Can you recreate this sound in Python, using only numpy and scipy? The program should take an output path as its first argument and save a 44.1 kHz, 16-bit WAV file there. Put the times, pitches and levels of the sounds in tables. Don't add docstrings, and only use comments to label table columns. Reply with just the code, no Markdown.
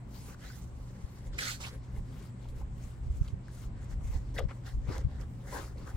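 import sys
import numpy as np
from scipy import signal
from scipy.io import wavfile
from scipy.ndimage import uniform_filter1d

SR = 44100
rng = np.random.default_rng(int(sys.argv[2]) if len(sys.argv) > 2 else 0)


def unload_audio(sound):
    columns = np.transpose(np.atleast_2d(sound))
    steps = np.round(np.clip(columns, -1, 1) * 32767)
    wavfile.write(sys.argv[1], SR, steps.astype(np.int16))


N = 262968

# (frequency [Hz], bandwidth [Hz], relative level [dB])
PANE_MODES = [(767, 250, -3), (1157, 410, 0), (1580, 496, -2.5), (2070, 320, -5), (3430, 500, -20.5)]
# (frequency [Hz], bandwidth [Hz], relative level [dB])
DOOR_MODES = [(280.4, 20.5, 3), (390, 110, -0.5), (558, 69, 0)]
# (frequency [Hz], bandwidth [Hz], relative level [dB])
CLOTH_MODES = [(3470, 780, 6), (4430, 410, 8), (6000, 280, -3.5), (7250, 2100, 4.5)]
def towel():
    hiss_db, bright_db, pane_db, door_db = strokes()
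    hiss = fibre_hiss(bright_db)
    drag = catches(per_s=2000, spread_db=3, shape=(3, N)) * from_db(1.5 * drift(60))
    cloth_catches = catches(per_s=5000, spread_db=6.1, shape=(3, N))
    cloth = modes(cloth_catches, CLOTH_MODES, flicker_db=-7)
    rub = from_db(hiss_db + 0.8 * drift(45)) * (from_db(9.5) * hiss + from_db(-12) * cloth)
    pane = from_db(pane_db - 2.5) * modes(drag, PANE_MODES, flicker_db=-3.5)
    window = rub + pane + rings()
    door = from_db(door_db) * modes(drag[::-1], DOOR_MODES, flicker_db=1.5)
    return to_ports(window, scattered=0.55) + to_ports(door, scattered=0.35, width=0.05)


# (time at full speed [s], rise [s], hold [s], fall [s],
# hiss [dB], brightness [dB], pane drag [dB], door drag [dB])
TOWEL_STROKES = [ (0.147, 0.085, 0.17, 0.033, -59, -5.5, -70, -67),
                 (0.285, 0.069, 0.061, 0.01, -59, -8, -55.5, -60),
                 (0.432, 0.074, 0.14, 0.14, -58.5, -9, -59, -83),
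                 (0.8, 0.13, 0.25, 0.089, -68.5, -13, -82, -65),
                 (1.14, 0.49, 0.054, .08, -64, -12.5, -68, -77),
                 (1.26, 0.079, 0.013, 0.047, -65, -6.5, -62, -57.5),
                 (1.337, 0.023, 0.037, 0.025, -54.5, -31, -56, -53.5),
                 (1.39, 0.014, 0.046, 0.084, -35.5, -20.5, -42, -56.5),
                 (1.461, .05, 0.059, 0.065, -36.5, -16, -48.5, -62),
                 (1.607, .015, 0.072, 0.051, -45.5, -15.5, -46.5, -57),
                 (1.736, 0.071, 0.018, 0.052, -58, -15, -57, -55),
                 (1.843, .05, 0.022, 0.12, -66, -20, -75, -67),
                 (1.962, 0.095, 0.027, 0.042, -65, -5, -58.5, -60),
                 (2.163, 0.22, 0.1, 0.068, -61, -14.5, -63, -64),
                 (2.427, 0.077, .02, 0.11, -62, -17, -70, -61), (2.489, .03, .01, 0.045, -65, -7, -65, -73),
                 (2.567, 0.058, 0.048, 0.032, -63.5, -10, -61.5, -60),
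                 (2.816, 0.13, 0.06, 0.17, -62.5, -12.5, -69, -66),
                 (3.038, 0.025, 0.11, 0.0097, -69.5, -15, -67, -79),
                 (3.125, 0.036, 0.12, 0.06, -67.5, -6, -79, -74),
                 (3.225, 0.057, 0.079, 0.084, -64.5, -13, -60.5, -76),
                 (3.46, 0.068, 0.047, .06, -69, -27, -67, -82),
                 (3.547, 0.15, 0.1, 0.061, -61, -8.5, -61.5, -83),
                 (3.776, 0.055, 0.069, 0.12, -64.5, -27, -65, -66),
                 (3.91, 0.04, 0.022, 0.047, -59.5, -11.5, -57, -65),
                 (4.053, 0.062, 0.09, 0.071, -62, -6.5, -62.5, -79),
                 (4.141, 0.035, 0.033, 0.036, -57, -14, -50.5, -56.5),
                 (4.206, 0.061, 0.11, .05, -68.5, -15, -88, -72),
                 (4.348, 0.011, 0.017, .03, -60, -3, -52, -48.5),
                 (4.384, 0.026, 0.0099, 0.017, -46.5, -14, -38, -41),
                 (4.42, 0.022, 0.0075, 0.052, -59, -18, -48.5, -44),
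                 (4.489, 0.01, 0.027, 0.037, -59, -23, -49, -58.5),
                 (4.534, 0.056, 0.046, 0.077, -68, -6, -81, -62),
                 (4.668, 0.033, 0.0071, 0.13, -52, -13, -51, -59),
                 (4.911, 0.069, 0.06, 0.093, -50.5, -14.5, -44.5, -45),
                 (5.088, 0.14, 0.12, 0.041, -74, -26, -62, -72),
                 (5.205, 0.036, 0.006, 0.055, -64.5, -8, -51, -51.5),
                 (5.35, 0.15, 0.069, 0.027, -77, -4, -78, -80),
                 (5.531, 0.097, 0.057, 0.12, -49.5, -8, -43, -46),
                 (5.783, 0.031, 0.055, 0.062, -62, -13.5, -59, -54.5),
                 (5.878, 0.085, 0.025, 0.049, -60, -7.5, -52, -56.5),
                 (5.96, 0.054, .01, .05, -64.5, -6, -53.5, -54), ]
# (hiss [dB], brightness [dB], pane drag [dB], door drag [dB])
TOWEL_AT_REST = (-85, -5.5, -72.5, -66.5)
SWING_DB, DRAG_FOLLOWS = 20, 0.99
def strokes():
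    t = np.arange(0, N + 64, 64) / SR
    onset, rise, hold, fall, hiss_db, bright_db, pane_db, door_db = np.transpose(TOWEL_STROKES)[:, :, None]
    rest_hiss, rest_bright, rest_pane, rest_door = TOWEL_AT_REST
    before, after = (onset - t) / rise, (t - onset - hold) / fall
    slack_db = -SWING_DB * np.maximum(0, np.maximum(before, after))
    power = from_db(2 * (hiss_db + slack_db))
    hiss = power.sum(axis=0) + from_db(2 * rest_hiss)
    bright = ((power * bright_db).sum(axis=0) + from_db(2 * rest_hiss) * rest_bright) / hiss
    pane = from_db(2 * (pane_db + DRAG_FOLLOWS * slack_db)).sum(axis=0) + from_db(2 * rest_pane)
    door = from_db(2 * (door_db + DRAG_FOLLOWS * slack_db)).sum(axis=0) + from_db(2 * rest_door)
    return in_time(np.transpose([t, 10 * np.log10(hiss), bright, 10 * np.log10(pane), 10 * np.log10(door)]))


# (frequency [Hz], relative spectral density [dB])
FIBRE_SPECTRUM = [(500, -44), (1100, -42), (1400, -6), (2500, -9.5), (4300, -7), (6500, -8), (9500, -17),
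                  (13500, -20.5), (16000, -39)]
def fibre_hiss(bright_db):
    tips = catches(per_s=6000, spread_db=2.6, shape=(2, 3, N))
    bands = half_octaves(tips, FIBRE_SPECTRUM, 500, count=11, flicker_db=2.6, flicker_hz=9)
    return sum(band * from_db((bright_db + 16) * np.clip(np.log2(hz / 5000), 0, 1)) for hz, band in bands)


def catches(per_s, spread_db, shape):
    sizes = from_db(spread_db * np.minimum(rng.exponential(1, shape), 5)) * rng.choice([-1, 1], shape)
    return unit_rms(sizes * (rng.random(shape) < per_s / SR))


def modes(force, table, flicker_db):
    return unit_rms(sum((-1) ** k * from_db(db + flicker_db * drift(9.2)) * resonance(force, hz, width_hz)
                        for k, (hz, width_hz, db) in enumerate(table)))


# (start [s], end [s], first pitch [Hz], last pitch [Hz],
# bandwidth [Hz], level [dB])
GLIDING_RINGS = [(0.132, 0.215, 3840, 5560, 700, -63.5), (0.391, 0.588, 2710, 6740, 600, -62.5),
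                 (0.493, 0.523, 1540, 1600, 300, -54), (1.39, 1.586, 4250, 4380, 600, -48),
                 (1.454, 1.52, 1366, 1380, 300, -42), (1.463, 1.508, 2170, 1930, 350, -42),
                 (1.385, 1.492, 6010, 5600, 900, -48), (4.356, 4.396, 1810, 2060, 397, -46.5),
                 (1.633, 1.665, 2500, 2700, 600, -43.5), (5.507, 5.627, 902, 936, 304, -44.5),
                 (5.535, 5.601, 1660, 1623, 150, -46.5)]
def rings():
    out = np.zeros((3, N))
    for start, end, from_hz, to_hz, width_hz, db in GLIDING_RINGS:
        i, n = round(start * SR), round((end - start) * SR)
        slow_noise = butterworth(rng.standard_normal((2, 3, 12000)), width_hz / 2)
        in_phase, quadrature = slow_noise[:, :, 2000:2000 + n]
        phase = 2 * np.pi * np.cumsum(np.geomspace(from_hz, to_hz, n)) / SR
        ring = unit_rms(in_phase * np.cos(phase) + quadrature * np.sin(phase))
        out[:, i:i + n] += from_db(db) * np.sqrt(np.hanning(n)) * ring
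    return out


# (time [s], level [dB], pitch [Hz], relative snap [dB], decay [s])
TOUCHES = [(1.27, -64, 3500, 7, .007), (1.332, -47.5, 1490, -9, .0025), (1.387, -24, 2030, -18, 0.009),
           (1.604, -46, 1300, -4, 0.0054), (1.749, -55, 1080, -3, 0.0027), (2.444, -54, 3100, -15, .005),
           (2.454, -48, 820, -25, 0.0072), (2.488, -54, 3870, 7, .006), (2.572, -53, 440, -20, 0.0078),
           (2.614, -44, 870, -18, 0.0048), (3.279, -47, 4300, -4, 0.0082), (3.284, -49, 3020, 6.5, 0.0044),
           (3.483, -44, 1570, -1, 0.0012), (4.343, -50.5, 5740, -2, .008), (4.38, -33, 3280, -9, 0.014),
           (4.384, -27, 1990, -10.5, 0.0058), (4.392, -34, 1170, 7, 0.013), (4.388, -27, 530, -18, 0.0089),
           (4.404, -29.5, 526, -30, 0.0057), (4.492, -46, 1820, -19, .007), (4.899, -32, 298, -28, 0.0066),
           (4.912, -32.5, 320, -22, 0.0039), (4.95, -45, 960, -12, .004), (4.981, -44.5, 6070, 14, 0.0038),
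           (5.212, -52.5, 5030, 7, 0.0081), (5.459, -53, 1200, -12, 0.0037), (5.678, -51, 1050, -8, .004),
           (5.757, -47.5, 510, -23, 0.0047), (5.782, -51, 4200, -21, 0.0033),
           (5.876, -44.5, 1580, -11, 0.0035), (5.891, -48, 1310, 2, 0.0028), (5.903, -56, 1480, 4, 0.0027)]
def ticks():
    out, t = np.zeros((3, N)), np.arange(2000) / SR
    for onset, db, hz, snap_db, decay in TOUCHES:
        burst = rng.standard_normal((3, len(t))) * (1 - np.exp(-t / 0.00027)) * np.exp(-t / decay)
        burst[0, 8] += 10
        body = resonance(resonance(burst, hz, 0.4 * hz), hz, 0.3 * hz)
        snap = butterworth(burst * np.exp(-t / 0.006), [1800, 11000], "band")
        tick = body / np.abs(body[0]).max() + from_db(snap_db) * snap / np.abs(snap[0]).max()
        i = round(onset * SR)
        out[:, i:i + len(t)] += from_db(db) * tick[:, :N - i]
    return to_ports(out, scattered=0.11)


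# (time [s], left minus right [dB])
HAND_PAN = [(0.0, 4), (1.24, 5), (1.42, -4.5), (1.68, -2), (1.8, 3.5), (5.96, 4)]
# (time [s], left minus right [dB])
TREBLE_PAN = [(0.0, 9), (0.4, -6), (0.7, -10), (1.16, 1.5), (1.64, -4.5), (1.78, 2), (2.01, -1.0),
              (2.21, 9), (2.69, -3.5), (2.87, 9), (3.0, 2), (3.05, 5), (3.37, -4), (3.6, 6), (3.95, -4),
              (4.15, 5.5), (4.76, -5.5), (4.81, 5), (5.26, -16), (5.43, -4), (5.63, 5), (5.96, -2)]
LAG_S, LAG_S_PER_DB = 0.00012, 0.00004
CROSSOVER_HZ = 3250
def to_ports(sound, scattered, width=1):
    (pan_db,), (treble_pan_db,) = in_time(HAND_PAN), in_time(TREBLE_PAN)
    pan_db = width * pan_db
    direct, diffuse = sound[0], sound[1:]
    lag = (LAG_S - LAG_S_PER_DB * pan_db) * SR
    left = np.interp(np.arange(N) - lag, np.arange(N), direct)
    both = np.sqrt(1 - scattered) * np.array([left, direct]) + np.sqrt(scattered) * diffuse
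    low = signal.sosfiltfilt(signal.butter(2, CROSSOVER_HZ, fs=SR, output="sos"), both)
    return low * pan(pan_db) + (both - low) * pan(treble_pan_db)


# (time [s], level [dB])
GUST_LEVELS = [(0.0, -48.5), (0.38, -52), (0.79, -46.5), (1.14, -55.5), (1.3, -39.5), (1.55, -47.5),
               (1.91, -47), (1.99, -38.5), (2.4, -66), (2.48, -40.5), (2.86, -41.5), (2.92, -50),
               (3.11, -31.5), (3.35, -42), (3.51, -56), (3.68, -40), (3.87, -43), (3.93, -36), (4.18, -32),
               (4.26, -39.5), (4.47, -35.5), (4.62, -67), (4.75, -35), (5.16, -39), (5.4, -47), (5.96, -43)]
# (frequency [Hz], relative spectral density [dB])
GUST_SPECTRUM = [(15, 3.5), (30, -10.5), (48, 4.5), (70, -5.5), (110, -10.5), (180, -28.5), (300, -42),
                 (600, -44)]
# (time [s], level [dB], frequency [Hz], left minus right [dB])
PRESSURE_PULSES = [(1.038, -28, 60.6, 6), (1.977, -28.5, 48.7, -6), (3.097, -30, 62.6, -10),
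                   (3.209, -17, 89, -9.5), (3.329, -27, 73, -14), (4.04, -30, 50, 6),
                   (4.09, -28, 50.5, -14), (4.146, -24, 47.4, -9), (4.429, -22.5, 58.7, 6),
                   (4.451, -24.5, 98, 17.5), (4.739, -26.5, 60.7, -4), (4.771, -27, 56.7, 12),
                   (4.886, -26.5, 111, 16), (5.047, -21, 92, 14), (5.065, -29, 108, 19.5),
                   (5.94, -27.5, 58, 6)]
def wind():
    gust_db, = in_time(GUST_LEVELS)
    out = from_db(gust_db) * diffuse_noise(GUST_SPECTRUM, 18.06, count=10, flicker_db=-1.5, flicker_hz=2.3)
    t = np.arange(N) / SR + np.array([[0.0012], [-0.0012]])
    for onset, db, hz, pan_db in PRESSURE_PULSES:
        cycles = np.clip((t - onset) * hz - 0.6, -3, 3)
        pulse = -np.sin(2 * np.pi * cycles) * np.exp(-(cycles / 0.44) ** 2)
        out += from_db(db) * pan(pan_db) * pulse
    return out


# (frequency [Hz], level [dB], wavering rate [Hz])
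MAINS_TONES = [(59.03, -54.5, 11), (120.94, -48.5, 5.2), (182.2, -71.5, 9.7)]
def motor_hum():
    t, out = np.arange(N) / SR, 0
    for hz, db, rate in MAINS_TONES:
        phase = 2 * np.pi * hz * t + 0.47 * drift(rate) + 0.05 * drift(rate) * np.array([[1], [-1]])
        out = out + from_db(db + 2 * drift(rate)) * np.sin(phase)
    return np.sqrt(2) * out * pan(0.6)


# (frequency [Hz], relative spectral density [dB])
TRAFFIC_SPECTRUM = [(15, -33), (25, -12), (48, -1), (123, -4.5), (170, -5), (451, -25), (531, -42),
                    (641, -24.5), (775, -21), (1330, -34), (2050, -34.5), (2760, -41), (6000, -49),
                    (9500, -70), (16000, -79)]
TRAFFIC_DB = -47.5
def traffic():
    rumble = diffuse_noise(TRAFFIC_SPECTRUM, 24.44, count=19, flicker_db=1.5, flicker_hz=4.9)
    return from_db(TRAFFIC_DB) * rumble * pan(1)


INSECT_BAND_HZ, INSECT_DB = (7070, 8560), -76.5
def insects():
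    chorus = butterworth(rng.standard_normal((2, N)), INSECT_BAND_HZ, "band", order=3)
    swell_db = 1.5 * drift(3) + 1.5 * drift(15)
    return from_db(INSECT_DB + swell_db) * unit_rms(chorus)


# (frequency [Hz], correlation [0 to 1])
PORT_COHERENCE = [(30, 0.89), (250, 0.92), (500, 0.091), (1000, 0.011), (4000, 0.017), (12000, 0.042)]
def diffuse_noise(spectrum, lowest_hz, count, flicker_db, flicker_hz):
    out, noise = 0, rng.standard_normal((2, 2, N))
    for hz, (mid, side) in half_octaves(noise, spectrum, lowest_hz, count, flicker_db, flicker_hz):
        alike = at_hz(PORT_COHERENCE, hz)
        out = out + np.sqrt(1 + alike) * mid + np.sqrt(1 - alike) * side * [[1], [-1]]
    return unit_rms(out)


def half_octaves(sources, spectrum, lowest_hz, count, flicker_db, flicker_hz):
    edges = np.minimum(lowest_hz * 2 ** (np.arange(count + 1) / 2), 0.45 * SR)
    together = drift(flicker_hz / 4)
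    for k in range(count):
        hz = np.sqrt(edges[k] * edges[k + 1])
        band = butterworth(sources[k % 2], edges[k:k + 2], "band")
        yield hz, band * from_db(at_hz(spectrum, hz) + flicker_db * (0.2 * together + drift(flicker_hz)))


def drift(corner_hz):
    r = np.exp(-2 * np.pi * corner_hz * 40 / SR)
    slow = signal.lfilter([1], [1, -2 * r, r * r], rng.standard_normal(N // 40 + 2002))[2000:]
    return np.interp(np.arange(N) / 40, np.arange(len(slow)), unit_rms(slow))


def resonance(x, hz, width_hz):
    r = np.exp(-np.pi * width_hz / SR)
    gain = (1 - r * r) / 2
    return signal.lfilter([gain, 0, -gain], [1, -2 * r * np.cos(2 * np.pi * hz / SR), r * r], x + 1e-18)


def butterworth(x, hz, kind="low", order=2):
    return signal.sosfilt(signal.butter(order, hz, kind, fs=SR, output="sos"), x)


def pan(db):
    return from_db(np.vstack([db, -db]) / 2)


def from_db(db):
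    return 10 ** (np.asarray(db) / 20)


def unit_rms(x):
    return x / np.sqrt(np.mean(x ** 2) + 1e-20)


def in_time(rows):
    times, *columns = np.transpose(rows)
    return [np.interp(np.arange(N) / SR, times, column) for column in columns]


def at_hz(points, hz):
    frequencies, values = np.transpose(points)
    return np.interp(np.log(hz), np.log(frequencies), values)


def scene():
    rumble = traffic()
    return towel() + ticks() + wind() + motor_hum() + rumble + insects()


THRESHOLD_DB, CUTOFF_HZ = -36.5, 15850
def record(dry):
    bass = butterworth(dry, 900)
    bass_db = 10 * np.log10(uniform_filter1d(np.mean(bass ** 2, axis=0), size=2200) + 1e-12)
    treble_gain = from_db(-0.4 * np.maximum(bass_db - THRESHOLD_DB, 0))
    top_cut = signal.ellip(14, 0.5, 80, CUTOFF_HZ, fs=SR, output="sos")
    return signal.sosfilt(top_cut, bass + treble_gain * (dry - bass))


dry = scene()
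out = record(dry)
unload_audio(out)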